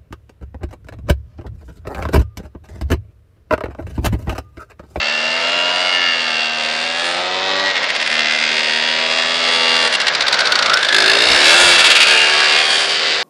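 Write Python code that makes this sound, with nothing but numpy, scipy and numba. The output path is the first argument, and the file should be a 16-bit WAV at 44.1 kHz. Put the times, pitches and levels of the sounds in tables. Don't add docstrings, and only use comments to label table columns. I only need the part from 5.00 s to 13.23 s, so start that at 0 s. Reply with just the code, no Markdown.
import sys
import numpy as np
from scipy import signal
from scipy.fft import rfft, irfft
from scipy.io import wavfile
from scipy.ndimage import uniform_filter1d
from numba import njit

SR = 44100
rng = np.random.default_rng(int(sys.argv[2]) if len(sys.argv) > 2 else 0)


def waveform_to_disk(signal):
    frames = np.transpose(np.atleast_2d(signal))
    scaled = np.clip(frames, -1, 1) * 32767
    samples = np.round(scaled).astype(np.int16)
    wavfile.write(sys.argv[1], SR, samples)


def volts_from_db(level):
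    exponent = np.asarray(level, float) / 20
    return 10 ** exponent


N = 362935

# t/s, exhaust rattle level/dB, engine block level/dB, outlet treble level/dB
RIDE = [(0.0, -18.5, -27, -28.5), (0.5, -19, -27, -21), (1.05, -18, -27, -23), (1.4, -19, -27.5, -24.5),
        (1.75, -23.5, -28, -15), (2.2, -22.5, -27.5, -19.5), (2.601, -18, -26.5, -29),
        (2.95, -20, -24.5, -21.5), (3.25, -16.5, -26, -24), (4.2, -18, -26.5, -23),
        (4.75, -12.5, -23.5, -24), (5.05, -16.5, -24, -20), (5.7, -18.5, -24.5, -17),
        (6.2, -14.5, -21.5, -13.5), (6.649, -8, -20, -13), (7.2, -12, -20, -16.5), (7.7, -15.5, -23, -18),
        (8.23, -17.5, -24, -19.5)]
# t/s, firing rate f/Hz
ENGINE_SPEED = [(0.0, 72.1), (0.48, 85.6), (0.87, 90.77), (1.33, 78.7), (1.72, 78.04), (2.41, 94.68),
                (2.68, 96.6), (3.09, 76.33), (3.69, 77.9), (4.4, 83.38), (4.84, 82.17), (5.82, 52.28),
                (6.03, 51.9), (6.22, 58.86), (6.61, 90.26), (7.19, 73.65), (7.9, 79.75), (8.23, 80.04)]
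# from t/s, firing resumes t/s, misfire level/dB
THROTTLE_SHUT = [
    (2.715, 3.098, -8),
    (4.883, 5.925, -22),
    (6.765, 7.068, -6),
]
# t/s, number of firings, first level/dB, other level/dB
CATCHING_RUNS = [(2.753, 3, 1, 2), (2.828, 2, 1, 2), (2.888, 2, 1, 2), (2.948, 2, 1, 2), (2.998, 3, 0, 2),
                 (3.059, 2, 1, 2), (4.924, 3, 1, 2), (5.0, 2, 0, 0), (5.067, 2, 4, 2), (5.135, 2, -7, 3),
                 (5.206, 2, 1, 2), (5.266, 2, -2, 3), (5.326, 2, 4, 3), (5.389, 2, 1, 0), (5.454, 2, 1, 1),
                 (5.52, 1, 5, 0), (5.554, 1, 4, 0), (5.589, 1, 5, 0), (5.624, 1, 6, 0), (5.659, 1, 5, 0),
                 (5.696, 1, 5, 0), (5.734, 1, 6, 0), (5.771, 3, 0, -9), (5.828, 2, 1, 1), (5.886, 1, 3, 0),
                 (6.779, 3, 1, 1), (6.841, 3, 2, 2), (6.901, 2, 2, 2), (6.951, 2, 2, 2), (7.002, 3, 2, 2)]
# from t/s, crack delay t/s, crack level/dB, tail t/s, rise t/s
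FIRING_SHAPE = [
    (0, .004, 6, .0035, .0015),
    (3.1, .005, -4, .002, .001),
    (4.3, .004, 3, .004, .002),
    (4.9, .004, -2, .0035, .0004),
    (6.1, .005, -6, .009, .002),
    (6.9, .005, -6, .005, .0015),
]

# f/Hz, width f/Hz, level/dB
FRONT = [(1373, 31, -1.5), (1772, 51, 0.5), (2140, 66, 4), (2754, 75, 9), (3290, 86, -4), (4640, 130, -2)]
TURNING = [(1882, 42, 4), (2490, 83, 1.5), (3057, 49, -0.5), (3322, 93, 4.5), (3540, 170, 2.5),
           (4140, 61, -9)]
QUARTER = [(1864, 49, 5.5), (2084, 114, 6.5), (2456, 62, 0), (2707, 120, 2), (3280, 100, 2.5),
           (5000, 250, -5.5)]
SWINGING = [(1904, 54, -6.5), (2130, 160, 1), (2520, 82, -0.5), (2784, 150, 5), (3296, 52, 5.5),
            (4390, 66, -1), (4840, 260, -3.5)]
CLOSING = [(1885, 50, 3), (2140, 34, -2.5), (2776, 80, 0.5), (3335, 90, 1.5), (4700, 300, -6.5)]
SIDE_ON = [(2000, 700, -6), (3850, 450, 0), (4750, 500, 0), (5830, 700, -7)]
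PULLING = [(2300, 280, 0.5), (2905, 160, 0.5), (3893, 180, 5), (4700, 300, -2.5), (5330, 200, 2)]
FLAT_OUT = [(1700, 64, 3), (2224, 99, -2), (2670, 48, 3.5), (3330, 240, -0.5), (3780, 40, -4),
            (4540, 180, -6)]
PASSING = [(2070, 60, -14), (2490, 160, 3), (2798.4, 90, 7), (3140, 90, 0), (3670, 51, 0.5),
           (4620, 170, -1.5)]
RECEDING = [(1740, 60, -2.5), (2150, 78, 0.5), (2460, 67, -3), (2710, 60, -5.5), (3270, 77, 5),
            (3670, 270, -8.5), (4550, 120, 2)]
REAR = [(2045, 40, 2.5), (2600, 320, -16), (3110, 120, 5.5), (3720, 3100, -5), (4630, 810, -8.5)]
# leaving one t/s, reaching the next t/s
POSE_CHANGES = [
    (1.55, 2.24),
    (2.65, 2.8),
    (3.4, 3.47),
    (4.1, 4.23),
    (4.95, 5.2),
    (5.85, 6.07),
    (6.42, 6.55),
    (6.8, 7.15),
    (7.35, 7.67),
    (7.7, 7.86),
]
# f/Hz, level/dB per Hz
EXHAUST_COLOUR = [(59, -75.5), (100, -47), (240, -28), (286, -23.5), (609, -2.5), (1030, -0.5),
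                  (1430, -2.5), (2520, -2.5), (2770, -1.5), (3060, -3.5), (4690, -3), (6040, -14.5),
                  (10400, -27.5), (13500, -72), (22000, -120)]
# f/Hz, level/dB per Hz
FAN_COLOUR = [(59, -72), (100, -17), (455, -11), (587, -9), (820, -11.5), (1600, -1), (2240, -2.5),
              (2520, -6), (3310, -5), (3730, -4), (4910, -9), (8860, -32.5), (11000, -87), (14300, -106),
              (22000, -120)]

# f/Hz, level/dB
HUM_AHEAD = [(41, -36), (80, -28.5), (170, -10), (240, 1), (315, -7.5), (390, -12.5), (632, 5.5),
             (1000, -15), (1300, 0), (1690, -24), (2860, -120)]
# f/Hz, level/dB
HUM_BEHIND = [(41, -62), (70, -22), (188, -27), (270, -19.5), (375, 4.5), (480, -5.5), (602, -3), (705, -3),
              (769, -2.5), (847, -13), (1300, -23), (1690, -37.5), (2860, -120)]
# from t/s, to t/s, multiple, level/dB
SINGING = [(0.0, .9, 8, 4.5), (0.5, 0.37, 9, 7.5), (.45, .85, 7, 0.5), (1, 1, 4, -3.5), (0.4, 0.91, 16, 5),
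           (0.3, 1.6, 15, 0.5), (0.8, 2.1, 20, 8.5), (1.27, 2.2, 9, 6.5), (1.6, 2.2, 7, -0.5),
           (2.04, 2.7, 4, 1.5), (2, 2.7, 6, 0.5), (4.5, 2.7, 7, 4), (2.1, 2.5, 8, 1.5), (2.5, 3.3, 9, 2.5),
           (3.5, 4.88, 5, -1), (3.55, 4.1, 12, 3.5), (4, 4.6, 15, -0.5), (4.5, 4.88, 6, 4), (4, 4.2, 8, 7),
           (4.5, 4.4, 9, 8), (4.5, 5.6, 11, 2.5), (4, 5.4, 14, 3), (0.5, 0.15, 5, 2.5), (0.4, 0.56, 6, -6),
           (.55, .9, 18, 3.5), (.3, 0.76, 11, -1), (-1.5, 1.45, 11, 0), (1.45, 1.75, 12, -1.5),
           (2.5, 2.7, 3, -5.5), (3.5, 2.72, 2, -4), (1.5, 2.72, 1, -12), (2.05, 2.4, 11, -1.5),
           (2.5, 2.65, 12, 1), (2, 3.1, 10, -0.5), (3.5, 4.15, 6, -1.5), (4.45, 4.88, 10, -4),
           (1.5, 1.4, 6, -9),
           (5.9, 6.8, 3, -12), (6.5, 6.9, 2, -12.5), (6.55, 6.9, 6, -1), (6.55, 6.85, 19, 11),
                (7.3, 7.75, 15, 2), (6.7, 8.23, 6, -3.5), (7.8, 7.5, 5, -4.5), (7.8, 7.3, 2, -7.5),
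                (5.95, 6.3, 8, -3.5), (5.1, 6.4, 12, -5.5), (5.5, 5.8, 14, 1), (5.92, 6.3, 5, -7),
                (6.3, 6.9, 5, -7), (6.32, 7.0, 4, -2), (5.95, 6, 6, -13.5), (5.95, 6.85, 7, -2),
                (5.6, 6.4, 10, -6), (6.5, 6.85, 11, 2), (6.52, 5.6, 17, 3.5), (3.1, 2.3, 7, 6),
                (2.3, 2.5, 5, 0.5), (6.53, 6.8, 16, 11.5), (7.1, 7.6, 9, -3), (7.1, 7.9, 10, -1),
                (6.5, 7.5, 12, -1.5), (7.5, 8.23, 14, -4)]

# t/s, level/dB against the rattle
OUTLET_SNAP = [
    (0, -20),
    (2.9, -18),
    (3.15, -12),
    (3.6, -9),
    (4.0, -9),
    (4.35, -16),
    (4.9, -14),
    (5.9, -13),
    (6.3, -24),
    (8.23, -20),
]
# t/s, level/dB above the calm
GUSTS = [(0.3, 2), (0.939, 2), (1.3, -1), (2.149, 4), (2.5, 8), (4.331, 2), (4.72, -1), (5.09, 9),
         (5.3, 13), (5.69, 16.5), (6.05, 17), (6.33, 23), (6.69, 23), (6.902, 16), (7.15, 11), (7.29, 12)]
# t/s, f/Hz, level/dB against the fan
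BELT_COVER = [(4.8, 1800, -14), (5.21, 1570, -6.5), (5.49, 1486, -3.5), (5.71, 1360, 1.5),
              (5.85, 1700, -3.5), (6.48, 1720, -5), (6.56, 1545, -5), (6.95, 1405, -9), (7.15, 1690, -4),
              (7.19, 1720, -13), (7.24, 1725, 0.5), (7.33, 1700, -4.5), (7.37, 1700, -14), (7.46, 1720, -6),
              (7.52, 1740, -22), (7.7, 1800, -19)]
# t/s, level/dB, ring f/Hz
CRACKS = [
    (5.741, -3.5, 5530),
    (7.775, -14, 3910),
]
# f/Hz, level/dB per cell
FAINT_LINE = [(6500, -100), (7500, -63.5), (8800, -67), (10300, -61.5), (11000, -67), (16000, -102)]

INERTIA_S = 0.0979
CRUISE_HZ = 80
HEAT = .2
# (t/s, level/dB), drift as a share of pitch
RING_FLICKER_DB, RING_DRIFT = ([5, 6], [1.8, 3.5]), .008
BOOM_DB, BARK_DB, WHIRR_DB = -8, 0.5, 3
BOOM_DB_PER_OCT, BARK_DB_PER_OCT, WHIRR_DB_PER_OCT = 6, 12, 0
# turning in, square on, leaving, gone (t/s); boom and bark gain
FLANK_S, FLANK_BOOM_DB, FLANK_BARK_DB = (4.9, 5.6, 6.1, 6.7), 3.5, 9
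FLANK_WHIRR_DB = -4.5
SINGING_FADE_S = 0.045
SNAP_LATE_S, CRACK_S = .005, 0.0023
CALM_DB, GUST_S, FLUTTER_DB = -65, 0.092, 7


def level(x, db):
    return x * volts_from_db(db) / np.sqrt(np.mean(x ** 2))


def curve(s, v):
    return np.interp(np.arange(N) / SR, s, v)


def noise():
    return rng.standard_normal(N)


def band(x, lo_hz, hi_hz):
    return signal.sosfilt(signal.butter(3, [lo_hz, hi_hz], "band", fs=SR, output="sos"), x)


def walk(rate):
    k = int(SR / rate)
    steps = np.repeat(rng.standard_normal(N // k + 1), k)
    return uniform_filter1d(uniform_filter1d(steps, k), k)[:N]


def colour(x, table):
    hz, db = np.transpose(table)
    f = np.maximum(np.arange(1025) * SR / 2048, 1)
    cepstrum = irfft(np.interp(np.log(f), np.log(hz), db) * np.log(10) / 20)
    cepstrum[1:1024] *= 2
    cepstrum[1025:] = 0
    return signal.oaconvolve(x, irfft(np.exp(rfft(cepstrum))))[:N]


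@njit
def ring(x, hz, width):
    y, b, l = np.empty(len(x)), 0., 0.
    for i in range(len(x)):
        g, k = np.tan(np.pi * hz[i] / SR), width / hz[i]
        v = (b + g * (x[i] - l)) / (1 + g * (g + k))
        b, l, y[i] = 2 * v - b, l + 2 * g * v, k * v
    return y


def clicks(s, size):
    out = np.zeros(N + 2)
    at = np.clip(s * SR, 0, N)
    i = at.astype(int)
    np.add.at(out, i, size * (1 - at + i))
    np.add.at(out, i + 1, size * (at - i))
    return out[:N]


def firings(hz):
    clock, turns = np.arange(N) / SR, np.cumsum(hz) / SR
    shut_s, resume_s, misfire_db = np.transpose(THROTTLE_SHUT)
    held = []
    for a, b in zip([0, *resume_s], [*shut_s, N / SR]):
        count = np.ceil(np.diff(np.interp([a, b], clock, turns))[0])
        held.append((a, count, -1, 0))
    runs = np.array(sorted(held + CATCHING_RUNS))
    first_turn = np.interp(np.append(runs[:, 0], N / SR), clock, turns)
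    s, db = [], []
    for (t0, count, first_db, run_db), a, b in zip(runs, first_turn, first_turn[1:]):
        k = np.arange(max(round(b - a), 1))
        s.append(np.interp(a + k, turns, clock))
        caught_db = np.where(k, run_db, first_db)
        missed_db = np.interp(t0, shut_s, misfire_db)
        db.append(np.where(k < round(count), caught_db, missed_db))
    s, db = np.concatenate(s), np.concatenate(db)
    size_chance, time_chance = rng.standard_normal((2, len(s)))
    size = volts_from_db(db + 1.2 * size_chance) / np.sqrt(np.interp(s, clock, hz))
    return clicks(s + .00002 * time_chance, size), turns


def cluster(late_s, late_db, tail_s, rise_s, fresh):
    t = np.arange(len(fresh)) / SR
    tail = np.where(t < late_s, 1, np.exp((late_s - t) / tail_s))
    build = tail * np.minimum(.2 + t / rise_s, 1)
    crack = volts_from_db(late_db) * np.exp(-np.abs(t - late_s) / .0004)
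    spiky = fresh * np.abs(fresh) ** .5
    return (build + crack) * spiky


def even(x, width=9):
    z = rfft(x, 2048)
    return irfft(z / np.sqrt(uniform_filter1d(np.abs(z) ** 2, int(width))))[:len(x)]


def rattle(pulses, morph_s=.4):
    t, out = np.arange(N) / SR / morph_s, np.zeros(N)
    shapes = rng.standard_normal((40, 900))
    for k in range(int(t[-1]) + 2):
        near = np.flatnonzero(np.abs(t - k) < 1)
        if len(near):
            fade = np.cos(np.pi / 2 * (t[near] - k))
            shape = [row[1:] for row in FIRING_SHAPE if row[0] <= k * morph_s][-1]
            one = level(even(cluster(*shape, shapes[k])), 0)
            part = signal.oaconvolve(pulses[near] * fade, one)[:N - near[0]]
            out[near[0]:near[0] + len(part)] += part
    puff = signal.oaconvolve(pulses, cluster(.003, -10, .006, .0006, np.ones(900)))[:N]
    flow = curve([6.05, 6.35, 6.75, 6.9], [0.36, 0.59, 0.81, 0.22]) * curve([7.3, 7.6], [1, .5])
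    puff = puff + flow * (uniform_filter1d(puff, size=700) - puff)
    gas = level(puff * noise(), -9)
    return level(out, 0) + volts_from_db(curve([4.8, 5.2, 6.2, 7.3], [-7.5, 9, 6, -2])) * gas


def rings(x, modes, through_db, lift):
    out = volts_from_db(through_db) * x
    for hz, width, db in modes:
        strength = volts_from_db(db + curve(*RING_FLICKER_DB) * walk(14))
        out = out + strength * ring(x, hz * lift * (1 + RING_DRIFT * walk(6)), float(width))
    return level(out, 0)


def facing(x, lift):
    place = curve(np.ravel(POSE_CHANGES), (np.arange(20) + 1) // 2)
    poses = (FRONT, TURNING, QUARTER, SWINGING, CLOSING, SIDE_ON,
             PULLING, FLAT_OUT, PASSING, RECEDING, REAR)
    out = 0
    for k, modes in enumerate(poses):
        fade = np.clip(1 - np.abs(place - k), 0, 1) ** .5
        out = out + fade * rings(x, modes, -7, lift)
    return out


def fan_whirr(turns):
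    beat = 1 + 0.2 * np.cos(2 * np.pi * turns)
    return level(colour(beat * volts_from_db(0.94 * walk(14)) * noise(), FAN_COLOUR), 0)


def hum(hz, turns):
    behind, out = curve([4.9, 5.9], [0, 1]), 0
    for k in range(1, 21):
        ahead_db, behind_db = (np.interp(np.log(k * hz), np.log(f), db)
                               for f, db in map(np.transpose, (HUM_AHEAD, HUM_BEHIND)))
        db = ahead_db + behind * (behind_db - ahead_db) + min(k / 2, 4) ** 2 / 4 * walk(5)
        sung = sum(volts_from_db(up_db) * curve([a - SINGING_FADE_S, a, b, b + SINGING_FADE_S], [0, 1, 1, 0])
                   for a, b, order, up_db in SINGING if round(order) == k)
        strength = volts_from_db(db) + sung * volts_from_db(1.2 * walk(7))
        out = out + strength * np.sin(2 * np.pi * k * turns + k * k)
    missing = sum(curve([a - .02, a, b, b + 0.011], [0, .55, .6, 0]) for a, b, _ in THROTTLE_SHUT)
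    return (1 - missing) * out


def crankcase_boom(shaft, whirr, flank):
    return level(band(shaft, 105, 510), 1) + volts_from_db(4 * flank) * level(band(whirr, 130, 468), -9)


def crankcase_bark(shaft, whirr, exhaust):
    clear = volts_from_db(curve([1.8, 2.5, 3.1, 4.9, 5.2, 5.9, 6.8, 7.2], [2, 3, 0, 2, -10, 1, 1, 3.5]))
    bark = clear * level(band(shaft, 439, 2020), -3.5)
    return bark + level(band(whirr, 510, 1076), -3) + level(band(exhaust, 420, 947), -13.5)


def outlet_sizzle(exhaust, pulses, flank):
    blowing = uniform_filter1d(uniform_filter1d(pulses, size=500, origin=200), size=300)
    blowing = blowing * volts_from_db(4.9 * walk(9.1))
    hiss = level(band(blowing * noise(), 6240, 10000), -4)
    side_hiss = volts_from_db(2.5 * flank) * level(band(noise(), 7400, 10500), -15.0)
    return level(band(exhaust, 6620, 10240), -5.5) + side_hiss + hiss


def outlet_snap(pulses):
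    late = np.roll(pulses, int(SNAP_LATE_S * SR))
    return volts_from_db(curve(*np.transpose(OUTLET_SNAP))) * level(band(late, 1550, 4700), 0)


def scooter():
    hz = uniform_filter1d(curve(*np.transpose(ENGINE_SPEED)), int(INERTIA_S * SR) + 1)
    s, *columns = np.transpose(RIDE)
    body_db, block_db, sizzle_db = (curve(s, c) for c in columns)
    octaves, block_db = np.log2(hz / CRUISE_HZ), block_db - body_db
    flank = curve(FLANK_S, [0, 1, 1, 0])
    boom_db = block_db + BOOM_DB + BOOM_DB_PER_OCT * octaves + FLANK_BOOM_DB * flank
    bark_db = block_db + BARK_DB + BARK_DB_PER_OCT * octaves + FLANK_BARK_DB * flank
    whirr_db = block_db + WHIRR_DB + WHIRR_DB_PER_OCT * octaves
    pulses, turns = firings(hz)
    exhaust = colour(facing(rattle(pulses), (hz / CRUISE_HZ) ** HEAT), EXHAUST_COLOUR)
    whirr = fan_whirr(turns)
    shaft = hum(hz, turns)
    fan = band(whirr, 720, 10400) + belt_cover(whirr, exhaust) + open_fan_side()
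    out = level(band(exhaust, 1376, 7940), 0) - outlet_snap(pulses)
    out = out + volts_from_db(whirr_db) * fan
    out = out + volts_from_db(boom_db) * crankcase_boom(shaft, whirr, flank)
    out = out + volts_from_db(bark_db) * crankcase_bark(shaft, whirr, exhaust)
    out = out - volts_from_db(sizzle_db) * outlet_sizzle(exhaust, pulses, flank)
    return volts_from_db(body_db) * out


def wind():
    t = np.arange(N) / SR
    swells = [up_db * np.exp(-((t - s) / GUST_S) ** 2 / 2) for s, up_db in GUSTS]
    db = CALM_DB + np.max(swells, axis=0)
    return volts_from_db(db + FLUTTER_DB * walk(22)) * level(band(noise(), 33, 130), -3.5)


def belt_cover(whirr, exhaust):
    s, hz, db = np.transpose(BELT_COVER)
    alongside = curve([4.7, 4.95, 7.5, 7.8], [0, 1, 1, 0]) * volts_from_db(curve(s, db) + 4.4 * walk(22))
    from_fan = level(ring(whirr, curve(s, hz), 200.0), 0.38)
    from_exhaust = level(ring(exhaust, curve(s, hz), 120.), 0.0)
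    return alongside * (from_fan + from_exhaust)


def open_fan_side():
    passing = curve([4.9, 5.1, 5.8, 6.0], [0, 1, 1, 0])
    return passing * level(band(noise(), 930, 2500), FLANK_WHIRR_DB)


def cracks():
    t, out = np.arange(N) / SR, np.zeros(N)
    hiss = noise()
    for s, db, hz in CRACKS:
        fade = (t > s) * np.exp(-np.abs(t - s) / CRACK_S)
        out += volts_from_db(db) * fade * level(band(hiss, 0.93 * hz, 1.0 * hz), 0)
    return out


def scene():
    return np.array([scooter() + cracks() + wind()])


def thin(x):
    f, _, z = signal.stft(x, SR, nperseg=1024)
    cells = np.abs(z[..., :512, :]) ** 2
    luck = volts_from_db(5 * rng.standard_normal((64, cells.shape[-1])))
    power = cells.reshape(len(x), 64, 8, -1).mean(axis=2) * luck
    power = np.repeat(power, 8, axis=1)
    line = volts_from_db(np.interp(f[:512], *np.transpose(FAINT_LINE), left=-200))
    z[..., :512, :] *= power > line[:, None] ** 2
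    return signal.istft(z, SR, nperseg=1024)[1][..., :N]


def low_pass(x):
    return signal.sosfilt(signal.butter(12, 15830, fs=SR, output="sos"), x)


def record(dry):
    top, knee, top_hz = .71, 7, 10600
    x = signal.sosfilt(signal.ellip(6, .5, 60, top_hz, fs=SR, output="sos"), dry)
    flat = x / (1 + np.abs(x / top) ** knee) ** (1 / knee)
    overload = flat - x
    below = signal.sosfiltfilt(signal.butter(8, top_hz, fs=SR, output="sos"), overload)
    added = below + volts_from_db(-10) * (overload - below)
    added = added - signal.sosfiltfilt(signal.butter(2, 150, fs=SR, output="sos"), added)
    mix = thin(x + added)
    return low_pass(mix)


dry = scene()
out = record(dry)
waveform_to_disk(out)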